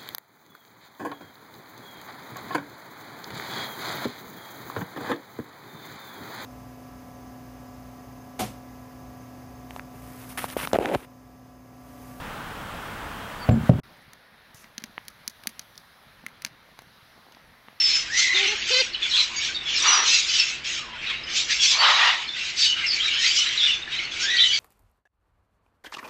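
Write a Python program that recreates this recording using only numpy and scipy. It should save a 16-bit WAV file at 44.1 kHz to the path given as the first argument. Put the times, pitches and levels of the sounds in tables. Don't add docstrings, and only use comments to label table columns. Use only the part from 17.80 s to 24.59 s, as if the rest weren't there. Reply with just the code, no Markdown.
import sys
import numpy as np
from scipy import signal
from scipy.io import wavfile
from scipy.ndimage import uniform_filter1d

SR = 44100
rng = np.random.default_rng(int(sys.argv[2]) if len(sys.argv) > 2 else 0)


def volts(x):
    e = np.asarray(x, float) / 20
    return 10 ** e


def log_audio(samples):
    frames = np.atleast_2d(samples).T
    limited = np.clip(frames, -1, 1)
    pcm = np.round(limited * 32767).astype(np.int16)
    wavfile.write(sys.argv[1], SR, pcm)


N = 299439


def evened(x):
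    return x / np.sqrt(np.mean(x ** 2) + 1e-20)


def add(mix, start_s, sound):
    part = mix[round(start_s * SR):][:len(sound)]
    part += sound[:len(part)]


def wander(count, span_s):
    size = max(round(span_s * SR), 1)
    once = uniform_filter1d(rng.standard_normal(count), size)
    return evened(uniform_filter1d(once, size))


def resonate(x, hz, width_hz):
    turn = np.exp(2j * np.pi * np.cumsum(hz * np.ones(len(x))) / SR)
    decay = np.exp(-np.pi * width_hz / SR)
    return 2 * (turn * signal.lfilter([1 - decay], [1, -decay], x / turn)).real


def colour(x, points, patchy_db=0.):
    hz, _, z = signal.stft(x, SR, nperseg=1024, noverlap=768)
    point_hz, point_db = np.transpose(points)
    patches = uniform_filter1d(rng.standard_normal(z.shape), 7, 0)
    patches = evened(uniform_filter1d(patches, 7, 1))
    shape_db = np.interp(np.log(hz + 1), np.log(point_hz), point_db, -90, -90)[:, None]
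    shape_db = shape_db + patchy_db * patches
    shaped = signal.istft(z * volts(shape_db), SR, nperseg=1024, noverlap=768)[1]
    return evened(shaped[:len(x)])


def membrane(hz, jitter, span_s, air):
    turns = np.cumsum(hz * np.exp(jitter * wander(len(hz), span_s))) / SR
    snaps = np.diff(np.floor(turns), prepend=0) * volts(1.6 * rng.standard_normal(len(hz)))
    puffs = (1.1 + np.exp(-(turns % 1) / 0.52)) * rng.standard_normal(len(hz))
    air = np.clip(air, 0, 1)
    return (1 - air) * evened(snaps) + air * evened(puffs)


RISE_DB = 20
BRISK_S = 0.057


def below(t, top_s, rise_s, hold_s, fall_db_s):
    swell_db = RISE_DB * (top_s - t) / abs(rise_s)
    fall_db_s = fall_db_s * (1 + BRISK_S / (abs(rise_s) + abs(hold_s)))
    fade_db = fall_db_s * (t - top_s - abs(hold_s))
    return np.maximum(np.maximum(swell_db, fade_db), 0)


# (time of full voice [s], rise [s], hold [s], throat level [dB], beak hiss level [dB])
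OPEN_BEAK_SQUAWKS = [(.09, 0.27, 0.088, -27, -27.5), (.385, 0.084, 0.047, -28, -20.5),
                     (.905, 0.25, 0.085, -25, -28), (1.372, 0.14, 0.037, -26.5, -25.5),
                     (1.652, 0.09, 0.0067, -24, -26), (1.976, 0.13, 0.17, -26, -26),
                     (2.279, 0.083, 0.097, -24, -19.5), (2.583, 0.3, 0.016, -24, -22.5),
                     (2.69, 0.11, .02, -30, -31.5), (2.846, 0.0082, 0.13, -30.5, -33.5),
                     (3.5, 0.056, 0.036, -30.5, -34.5), (3.565, 0.045, 0.037, -28.5, -20.5),
                     (3.705, 0.03, 0.024, -23.5, -21), (3.84, 0.11, 0.02, -26, -17.5),
                     (3.91, 0.077, 0.0082, -32, -18.5), (4.664, 0.2, 0.029, -29, -33.5),
                     (4.788, 0.041, 0.063, -28.5, -21.5), (5.459, 0.13, 0.02, -22.5, -22),
                     (5.572, 0.12, 0.016, -34.5, -19.5), (5.862, 0.37, 0.025, -23.5, -31),
                     (6.345, 0.055, 0.027, -31, -35), (6.405, 0.018, 0.048, -32.5, -28.5),
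                     (6.64, 0.21, .14, -32.5, -29.5)]
# (time of full voice [s], rise [s], hold [s], throat level [dB], beak hiss level [dB])
SHUT_BEAK_GRUMBLES = [(0, .1, 0.012, -27, -35), (.568, 0.082, 0.12, -20.5, -33.5),
                      (1.235, 0.081, .03, -26.5, -36), (1.57, 0.13, 0.027, -30.5, -40.5),
                      (1.896, 0.077, .01, -28.5, -35.5), (3.292, 0.21, 0.015, -26.5, -46),
                      (4.05, 0.16, 0.083, -23, -34), (4.25, 0.3, 0.027, -19.5, -34.5),
                      (4.42, 0.22, 0.0049, -33.5, -42), (4.575, 0.075, 0.025, -32, -38.5),
                      (4.979, 0.098, .085, -27.5, -41.5), (5.148, 0.065, 0.0032, -33, -34),
                      (5.252, 0.3, 0.083, -25, -36.5), (5.717, 0.72, .005, -28, -38),
                      (6.126, 0.089, 0.11, -29, -42.5), (6.55, 0.35, 0.0078, -28, -41)]
# (frequency [Hz], level [dB per Hz])
THROAT_SPECTRUM = [(530, -47.5), (900, -24), (1310, -5.5), (1620, -2.5), (2010, 1.5), (2390, 5), (2980, 1),
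                   (4300, -4), (6000, -23.5), (7800, -27.5), (13200, -120)]
# (frequency [Hz], level [dB per Hz])
BEAK_SPECTRUM = [(2060, -14.5), (3500, -3), (4680, -3), (5090, -2.5), (5250, -1), (6800, -4.5), (8000, -17),
                 (9050, -41.5), (11800, -70.5), (19900, -120)]
SQUAWK_FALL_DB_S, GRUMBLE_FALL_DB_S = 108.5, 88
BEAK_STEEPER = 1.12
REST_THROAT_DB, REST_BEAK_DB = -45, -60
THROAT_HZ, THROAT_HZ_PER_DB = 3120, 16


def chick():
    t = np.arange(0, N / SR + .02, .001)
    throat_power, beak_power = volts(2 * REST_THROAT_DB), volts(2 * REST_BEAK_DB)
    voices = (OPEN_BEAK_SQUAWKS, SQUAWK_FALL_DB_S), (SHUT_BEAK_GRUMBLES, GRUMBLE_FALL_DB_S)
    for calls, fall_db_s in voices:
        for top_s, rise_s, hold_s, throat_db, beak_db in calls:
            under_db = below(t, top_s, rise_s, hold_s, fall_db_s)
            throat_power = throat_power + volts(2 * (throat_db - under_db))
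            beak_power = beak_power + volts(2 * (beak_db - BEAK_STEEPER * under_db))
    sample_s = np.arange(N) / SR
    throat_db = np.interp(sample_s, t, 10 * np.log10(throat_power))
    beak_db = np.interp(sample_s, t, 10 * np.log10(beak_power))
    drive = membrane(np.full(N, 340.), jitter=.3, span_s=.004, air=.82)
    drive *= volts(.8 * wander(N, .012))
    throat = colour(drive, THROAT_SPECTRUM, patchy_db=3.3)
    throat_hz = THROAT_HZ + THROAT_HZ_PER_DB * (throat_db + 28)
    throat = evened(throat + .8 * resonate(throat, throat_hz, width_hz=900))
    beak = colour(drive, BEAK_SPECTRUM, patchy_db=4.0)
    return volts(throat_db - 4.0) * throat + volts(beak_db - 1.5) * beak


# (frequency [Hz], level [dB per Hz])
FAN_SPECTRUM = [(12, -45), (20, 3.5), (54, -9), (190, -15.5), (341, -12.5), (555, -16), (949, -14.5),
                (2210, -7.5), (3000, -19.5), (3590, -18.5), (6790, -41.5), (7920, -36), (9000, -56),
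                (11700, -86), (19800, -120)]
# (frequency [Hz], level [dB])
MOTOR_TONES = [(53.8, -62), (140.0, -62.5), (231.5, -64), (344.5, -61.5)]
FAN_DB = -43.5


def fan():
    sound = volts(FAN_DB) * colour(rng.standard_normal(N), FAN_SPECTRUM)
    hiss = rng.standard_normal(N)
    for hz, db in MOTOR_TONES:
        tone = resonate(resonate(hiss, hz, width_hz=12), hz, width_hz=12)
        sound = sound + volts(db) * evened(tone)
    return sound


TRILL_HZ, TRILL_DEPTH = 85, .35


def chirp(length_s, start_hz, middle_hz, end_hz, db, waver_hz):
    u = np.linspace(-1, 1, round(1.15 * length_s * SR))
    arch_hz = (end_hz + start_hz) / 2 - middle_hz
    hz = middle_hz + (end_hz - start_hz) / 2 * u + arch_hz * u ** 2
    hz = hz + waver_hz * wander(len(u), .0025)
    beat = np.cumsum(TRILL_HZ * np.exp(.4 * wander(len(u), .008))) / SR + rng.random()
    burr = volts(2.4 * wander(len(u), .0018)) * (1 + TRILL_DEPTH * np.sin(2 * np.pi * beat))
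    tone = np.sin(2 * np.pi * np.cumsum(hz) / SR)
    envelope = np.clip(np.minimum(.7 * (1 + u), .4 * (1 - u)) * length_s / .015, 0, 1)
    return volts(db + 2.5) * burr * tone * envelope


def glide(rows, overtones_db, waver, burr_db):
    s, pitch_hz, level_db = np.transpose(rows)
    t = np.arange(s[0], s[-1], 1 / SR)
    hz = np.interp(t, s, pitch_hz) * (1 + waver * wander(len(t), .003))
    turns = np.cumsum(hz) / SR
    tone = np.zeros(len(t))
    for k, db in enumerate((0, *overtones_db), 1):
        tone += volts(db + burr_db * wander(len(t), .003)) * np.sin(2 * np.pi * k * turns)
    level = np.sqrt(2) * volts(np.interp(t, s, level_db))
    return s[0], level * tone * signal.windows.tukey(len(t), .025)


# (time [s], length [s], pitch [Hz], level [dB])
HELD_NOTES = [(1.679, 0.049, 1586, -39.5), (3.297, 0.036, 1147, -43), (4.03, 0.022, 2230, -25.5),
              (4.22, .06, 1873, -25.5), (4.56, 0.022, 1916, -31.5), (4.579, 0.046, 2750, -32),
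              (5.03, 0.029, 2147, -26), (5.031, .04, 2720, -28), (5.22, 0.036, 1276, -43),
              (6.071, .025, 1800, -33.5), (1.57, .039, 2250, -33.5), (2.041, 0.051, 2298, -28.5),
              (2.303, 0.079, 2652, -26.5), (2.482, 0.036, 2580, -33), (2.577, 0.058, 2670, -26),
              (2.696, 0.074, 2630, -38.5), (3.93, 0.035, 2310, -28.5), (4.249, .05, 2800, -25.5),
              (4.226, .03, 3090, -25), (4.184, .03, 2860, -27.5), (4.291, 0.055, 1854, -27.5),
              (5.153, 0.049, 2260, -32.5), (5.27, 0.034, 2390, -30), (6.186, 0.031, 2150, -28),
              (5.667, 0.046, 2050, -37.5), (6.72, 0.048, 2265, -31.5), (4.02, .06, 1330, -29),
              (4.963, 0.077, 1330, -50), (5, .04, 1620, -38.5), (6.55, 0.063, 2250, -35.5),
              (1.33, .08, 1020, -47), (1.49, .07, 1000, -46.5), (2.05, .1, 1200, -30.5),
              (1.955, .04, 4080, -30), (1.99, .04, 3620, -28),
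              (0.585, 0.027, 3640, -29.5), (0.874, 0.034, 3070, -29), (1.879, 0.04, 2900, -33),
             (2.077, 0.027, 4020, -22.5), (3.352, 0.046, 3890, -39), (3.466, 0.026, 3014, -30.5),
             (4.12, 0.056, 3900, -25.5), (4.957, 0.055, 2880, -30), (5.654, 0.044, 3970, -29),
             (6.119, 0.037, 3780, -32.5), (6.166, .035, 3980, -34.5), (6.245, 0.021, 4340, -31),
             (3.867, 0.034, 3500, -25), (6.18, 0.028, 3070, -28), (6.311, 0.027, 3360, -32),
             (6.694, 0.068, 3290, -26), (1.14, 0.022, 3030, -23), (1.221, 0.029, 3450, -19.5),
             (5.8, 0.056, 3360, -25.5), (5.41, 0.03, 4210, -30), (5.457, .05, 4600, -31),
             (1.291, 0.17, 4170, -34.5), (1.332, 0.032, 3305, -19.5), (1.366, 0.075, 3964, -23),
             (1.742, 0.046, 3716, -30), (1.851, 0.06, 3396, -30), (2.036, 0.036, 3625, -24),
             (2.059, 0.071, 2877, -25.5), (2.492, 0.096, 3044, -30.5), (3.172, 0.052, 3140, -40.5),
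             (3.789, 0.057, 3344, -25), (4.276, 0.085, 3770, -37.5), (4.484, 0.025, 3524, -27),
             (4.526, .035, 3585, -33), (4.847, 0.09, 2972, -24), (5.223, 0.061, 3825, -25),
             (5.511, 0.011, 3120, -7.5), (5.567, 0.07, 2965, -23), (5.794, 0.078, 3585, -23),
             (5.863, 0.053, 2930, -21), (5.904, 0.043, 3480, -25), (6.018, 0.023, 3720, -27),
             (6.133, 0.027, 3120, -30.5), (6.567, 0.054, 3170, -26), (6.59, 0.059, 3894, -21),
             (6.627, 0.052, 3060, -20.5), (6.679, .06, 3000, -27), (.882, .02, 3820, -29.5),
             (4.025, .04, 3050, -23), (4.043, .05, 3896, -26),
              (0.792, 0.037, 4490, -40), (0.031, 0.053, 4580, -33), (0.668, 0.047, 6020, -29.5),
              (5.393, 0.045, 5170, -32), (5.551, 0.026, 5010, -22.5), (2.861, 0.087, 6700, -41),
              (6.375, 0.027, 4770, -41), (6.4, 0.024, 4300, -43), (1.291, 0.017, 5420, -26),
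              (1.553, 0.051, 4690, -35), (1.554, 0.045, 6640, -33), (1.74, 0.022, 4510, -29.5),
              (1.898, 0.04, 4550, -43), (2.019, 0.018, 5805, -18), (1.96, .03, 5230, -30),
              (2.052, .03, 4680, -30), (2.124, 0.051, 4850, -27), (2.322, 0.042, 4880, -24),
              (2.484, 0.027, 4730, -24.5), (2.534, 0.042, 4800, -27.5), (2.587, 0.033, 5310, -19),
              (3.432, 0.018, 5080, -32.5), (3.981, 0.046, 4556, -23), (4.788, 0.086, 4554, -24.5),
              (6.752, 0.033, 4450, -28.5)]
# (time [s], length [s], start pitch [Hz], end pitch [Hz], level [dB])
FALLING_NOTES = [(2.926, 0.041, 3300, 2595, -38), (1.802, .035, 3620, 3440, -36.5),
                 (0.538, 0.048, 3757, 3390, -22.5), (1.884, 0.07, 3390, 2600, -30.5),
                 (1.932, .04, 2500, 2250, -31), (4.471, 0.03, 4390, 3960, -33.5),
                 (1.126, .042, 4800, 2950, -32.5), (1.308, 0.063, 4100, 3230, -24.5),
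                 (1.366, 0.048, 4160, 3880, -21.5), (2.922, 0.028, 4130, 3120, -34),
                 (2.949, 0.096, 1496, 1062, -47.5), (3.039, 0.12, 1070, 916, -48),
                 (3.258, 0.035, 4210, 3730, -33), (5.058, 0.06, 5290, 4800, -27),
                 (5.094, .06, 4730, 4340, -27), (5.769, 0.036, 3910, 3645, -21.5),
                 (5.816, 0.055, 3695, 3400, -22), (6.557, 0.03, 4650, 4520, -25.5),
                 (6.561, .03, 4250, 4100, -26.5), (6.72, .04, 4720, 4370, -24.5),
                 (1.005, .025, 3400, 2300, -22.5)]
# (time [s], length [s], start pitch [Hz], end pitch [Hz], level [dB])
RISING_NOTES = [(6.343, .09, 2193, 2554, -41.5), (6.575, 0.062, 3155, 3897, -19.5),
                (0.468, 0.14, 1043, 1128, -49), (1.955, 0.05, 5090, 5700, -37),
                (4.809, 0.071, 3610, 3860, -24.5), (5.192, 0.036, 3120, 3370, -24),
                (5.294, 0.11, 2820, 3195, -28.5)]
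# (time [s], pitch [Hz], level [dB])
LONG_WHISTLE = [(0.0, 5410, -17), (.035, 5286, -21.5), (0.064, 5198, -21.5), (0.132, 5270, -31),
                (0.138, 5260, -20), (0.236, 5200, -44), (0.34, 5234, -48), (0.36, 5379, -48)]
# (time [s], pitch [Hz], level [dB])
SQUEAL_CURVES = [
    [(.278, 1545, -44), (.31, 1700, -36), (.345, 1950, -31), (.378, 2110, -25), (.42, 2060, -28),
     (.48, 2010, -26), (.54, 2050, -25.5), (.6, 2070, -33), (.72, 2110, -40)],
    [(5.36, 1640, -39), (5.402, 1854, -40.5), (5.436, 1930, -29), (5.47, 2290, -29.5), (5.51, 2380, -41)],
    [(6.395, 1400, -42), (6.45, 1560, -34), (6.483, 1780, -32), (6.508, 1900, -28), (6.55, 1910, -32),
     (6.585, 1930, -37), (6.62, 1975, -31), (6.69, 1940, -41)],
]
# (second partial level [dB], third partial level [dB])
SQUEAL_PARTIALS = [
    (-10, -12),
    (3, -21.5),
    (2.5, -13),
]
# (time [s], pitch [Hz], level [dB])
HIGH_PIPE = [(2.055, 5760, -38), (2.085, 5880, -21), (2.11, 5870, -22), (2.13, 5810, -22.5),
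             (2.165, 5790, -27), (2.185, 5780, -23), (2.21, 5800, -34), (2.232, 5800, -26),
             (2.25, 5780, -38)]
PEEP_DROOP = 0.0078
STEADY_S = .06
SLIDE_WAVER_HZ, PEEP_WAVER_HZ = 115, 70
CHATTER_PER_S, CHATTER_HZ, CHATTER_DB, CHATTER_SPREAD_DB = 26, (1400, 4000), -49, 2.2


def flock():
    small = np.zeros(N)
    for s, length_s, hz, db in HELD_NOTES:
        waver_hz = PEEP_WAVER_HZ * min(STEADY_S / length_s, 1)
        add(small, s, chirp(length_s, hz, hz, hz * (1 - PEEP_DROOP), db, waver_hz))
    for s, length_s, start_hz, end_hz, db in FALLING_NOTES + RISING_NOTES:
        middle_hz = (start_hz + end_hz) / 2
        waver_hz = SLIDE_WAVER_HZ * start_hz / 3500
        add(small, s, chirp(length_s, start_hz, middle_hz, end_hz, db, waver_hz))
    add(small, *glide(LONG_WHISTLE, (), waver=.004, burr_db=2))
    for rows, overtones_db in zip(SQUEAL_CURVES, SQUEAL_PARTIALS):
        add(small, *glide(rows, overtones_db, waver=.03, burr_db=3))
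    add(small, *glide(HIGH_PIPE, (), waver=.014, burr_db=2.2))
    low_hz, high_hz = CHATTER_HZ
    for when, long, pitch, slide, size in rng.random((round(CHATTER_PER_S * N / SR), 5)):
        hz = low_hz * (high_hz / low_hz) ** pitch
        db = CHATTER_DB - CHATTER_SPREAD_DB * np.log(size + .05)
        db = db + 9 * (pitch - 1)
        note = chirp(.025 + .06 * long, hz, hz, hz * (.93 + .12 * slide), db, hz / 50)
        add(small, when * N / SR, note)
    return small


# (time [s], length [s], effort [dB])
HONK_EVENTS = [
    (.535, .14, -37),
    (.668, .087, -36),
    (.9, .128, -19.5),
]
# (time [s], pitch [Hz])
HONK_PITCH_CURVES = [
    [(.545, 376), (.59, 385), (.62, 402), (.665, 384)],
    [(.678, 410), (.708, 417), (.725, 434), (.745, 420)],
    [(.912, 500), (.928, 517), (.948, 503), (1.0, 527), (1.016, 515)],
]
# (frequency [Hz], level [dB])
HONK_SPECTRUM = [(690, 1), (860, 1), (1020, -21), (1550, -11), (2050, -1), (2600, 0), (3100, 0), (4800, 0),
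                 (5800, -8), (8200, -30)]
SCOOP_S, SCOOP = .014, .28
LOW_DB, LOW_PER_EFFORT = -34.5, .44
HONK_AIR = .12


def honk(s, length_s, effort_db, pitch):
    t = np.arange(0, length_s, 1 / SR)
    edge = np.clip(1 - np.minimum(t, length_s - t) / SCOOP_S, 0, 1)
    hz = np.interp(s + t, *np.transpose(pitch)) * (1 - SCOOP * edge)
    turns = np.cumsum(hz * (1 + .004 * wander(len(t), 0.0066))) / SR
    partials = np.zeros(len(t))
    for k in range(2, 16):
        partial = np.cos(2 * np.pi * (k * turns + rng.random()))
        partials += partial * volts(3 * wander(len(t), .012))
    high_pass = signal.butter(4, 1500, "high", fs=SR, output="sos")
    breath = signal.sosfilt(high_pass, membrane(hz, jitter=.02, span_s=.004, air=1))
    stack = (1 - HONK_AIR) * evened(partials) + HONK_AIR * breath
    low_db = LOW_DB - 6.2 * edge + LOW_PER_EFFORT * (effort_db + 22.5)
    low = volts(low_db) * np.sqrt(2) * np.sin(2 * np.pi * turns)
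    stack_db = effort_db - 25 * edge - 5 * (2 * t / length_s - 1) ** 2
    note = low + volts(stack_db) * colour(stack, HONK_SPECTRUM)
    return s, note * volts(2 * wander(len(t), .012)) * signal.windows.tukey(len(t), .12)


# (time of full voice [s], rise [s], hold [s], effort [dB], pitch [Hz])
SCREECH_EVENTS = [
    (2.049, .05, 0.16, -24.5, 1195),
    (4.029, 0.1, 0.073, -19.5, 1098),
    (4.201, 0.28, 0.086, -22, 973),
]
# (frequency [Hz], level [dB per Hz])
SCREECH_SPECTRUM = [(210, -81.5), (350, -13.5), (700, -4), (910, 2), (1370, 3), (1480, -2), (1920, 3.5),
                    (2430, -7), (2950, 0), (3890, -0.5), (6840, -17), (8000, -36), (10400, -69.5),
                    (17600, -120)]
SCREECH_FALL_DB_S, SCREECH_SAG_HZ_S = 118.5, 217
SCREECH_FLOOR_HZ, FLOOR_DB_PER_OCTAVE = 480, 6


def screech(top_s, rise_s, hold_s, effort_db, start_hz):
    t = np.arange(top_s - .15, top_s + .55, 1 / SR)
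    hz = start_hz - SCREECH_SAG_HZ_S * (t - top_s)
    cry = membrane(hz, jitter=.16, span_s=.003, air=.65)
    cry = colour(cry, SCREECH_SPECTRUM, patchy_db=1.3)
    cry = cry * volts(1.2 * wander(len(t), .003))
    octaves = np.clip((-20 - effort_db) / FLOOR_DB_PER_OCTAVE, -1, 1.2)
    floor_hz = SCREECH_FLOOR_HZ * 2 ** octaves
    cry = signal.sosfilt(signal.butter(4, floor_hz, "high", fs=SR, output="sos"), cry)
    level_db = effort_db + 1.0 - below(t, top_s, rise_s, hold_s, SCREECH_FALL_DB_S)
    return t[0], volts(level_db) * cry * signal.windows.tukey(len(t), .1)


# (time of full strength [s], rise [s], hold [s], level [dB])
WING_FLAPS = [
    (2.012, .1, 0.3, -50.5),
    (6.46, .05, 0.074, -54),
]
FLAP_HZ, FLAP_WIDTH_HZ, FLAP_FALL_DB_S = 377, 300, 153.5


def wings():
    air = resonate(rng.standard_normal(N), FLAP_HZ, FLAP_WIDTH_HZ)
    air = resonate(air, FLAP_HZ, FLAP_WIDTH_HZ)
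    t = np.arange(N) / SR
    strength = np.zeros(N)
    for top_s, rise_s, hold_s, db in WING_FLAPS:
        strength += volts(db - below(t, top_s, rise_s, hold_s, FLAP_FALL_DB_S))
    return strength * volts(2.8 * wander(N, .008)) * evened(air)


def room(x, t60_s=.23):
    taps = np.zeros(SR // 2)
    at = np.arange(200, len(taps) - 20, 20)
    taps[at + rng.integers(0, 20, len(at))] = rng.choice([-1., 1.], len(at))
    taps *= volts(-60 * np.arange(len(taps)) / SR / t60_s)
    return signal.fftconvolve(x, taps / np.linalg.norm(taps))[:N]


def scene():
    near, steady_fan, small, large = chick(), fan(), flock(), np.zeros(N)
    for row, pitch in zip(HONK_EVENTS, HONK_PITCH_CURVES):
        add(large, *honk(*row, pitch))
    for row in SCREECH_EVENTS:
        add(large, *screech(*row))
    birds = near + small + large + room(volts(-5) * small + volts(-14) * (large + near))
    power = uniform_filter1d((birds + 0.45 * large) ** 2, round(.2 * SR))
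    loud_db = 10 * np.log10(abs(power) + 1e-9)
    recovery_db = 5.5 * np.arange(N) / SR
    held_db = np.maximum.accumulate(loud_db + recovery_db) - recovery_db
    fan_gain = volts(-.55 * np.maximum(held_db + 28.5, 0) + 3.0)
    return (birds + wings() + steady_fan * fan_gain)[None]


# (frequency [Hz], rarity of a lost band [standard deviations])
DROPOUT_RARITY = [(1500, 2.8), (5500, 2.2), (6000, 1.4), (7350, .5), (7700, 1.5), (8050, .3), (9000, .7)]
# (time [s], length [s], lowest frequency [Hz])
TOP_BAND_LOSSES = [
    (.79, .07, 7400),
    (1.56, .04, 7600),
    (1.885, .085, 7500),
]


def lose_bands(x):
    hz, t, z = signal.stft(x, SR, nperseg=2048, noverlap=1536)
    chance = rng.standard_normal((len(hz), len(t)))
    chance = chance[np.arange(len(hz)) // 8]
    chance = evened(uniform_filter1d(chance, 12, 1))
    rarity_hz, rarity = np.transpose(DROPOUT_RARITY)
    kept = np.where(chance > np.interp(hz, rarity_hz, rarity, 9)[:, None], .01, 1)
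    for s, length_s, low_hz in TOP_BAND_LOSSES:
        during = abs(t - s - length_s / 2) < length_s / 2 + .015
        kept[np.ix_(hz > low_hz, during)] = .003
    return signal.istft(z * kept, SR, nperseg=2048, noverlap=1536)[1][:, :N]


def top_cut(x):
    return signal.sosfilt(signal.butter(12, 9200, fs=SR, output="sos"), x)


EDGE_HZ = 9120


def record(dry):
    rounded = 0.88 * np.tanh(dry / 0.8)
    low_pass = signal.firwin(301, EDGE_HZ, window=("kaiser", 9), fs=SR)
    mix = signal.oaconvolve(lose_bands(rounded), low_pass[None], "same")
    return top_cut(mix)


dry = scene()
out = record(dry)
log_audio(out)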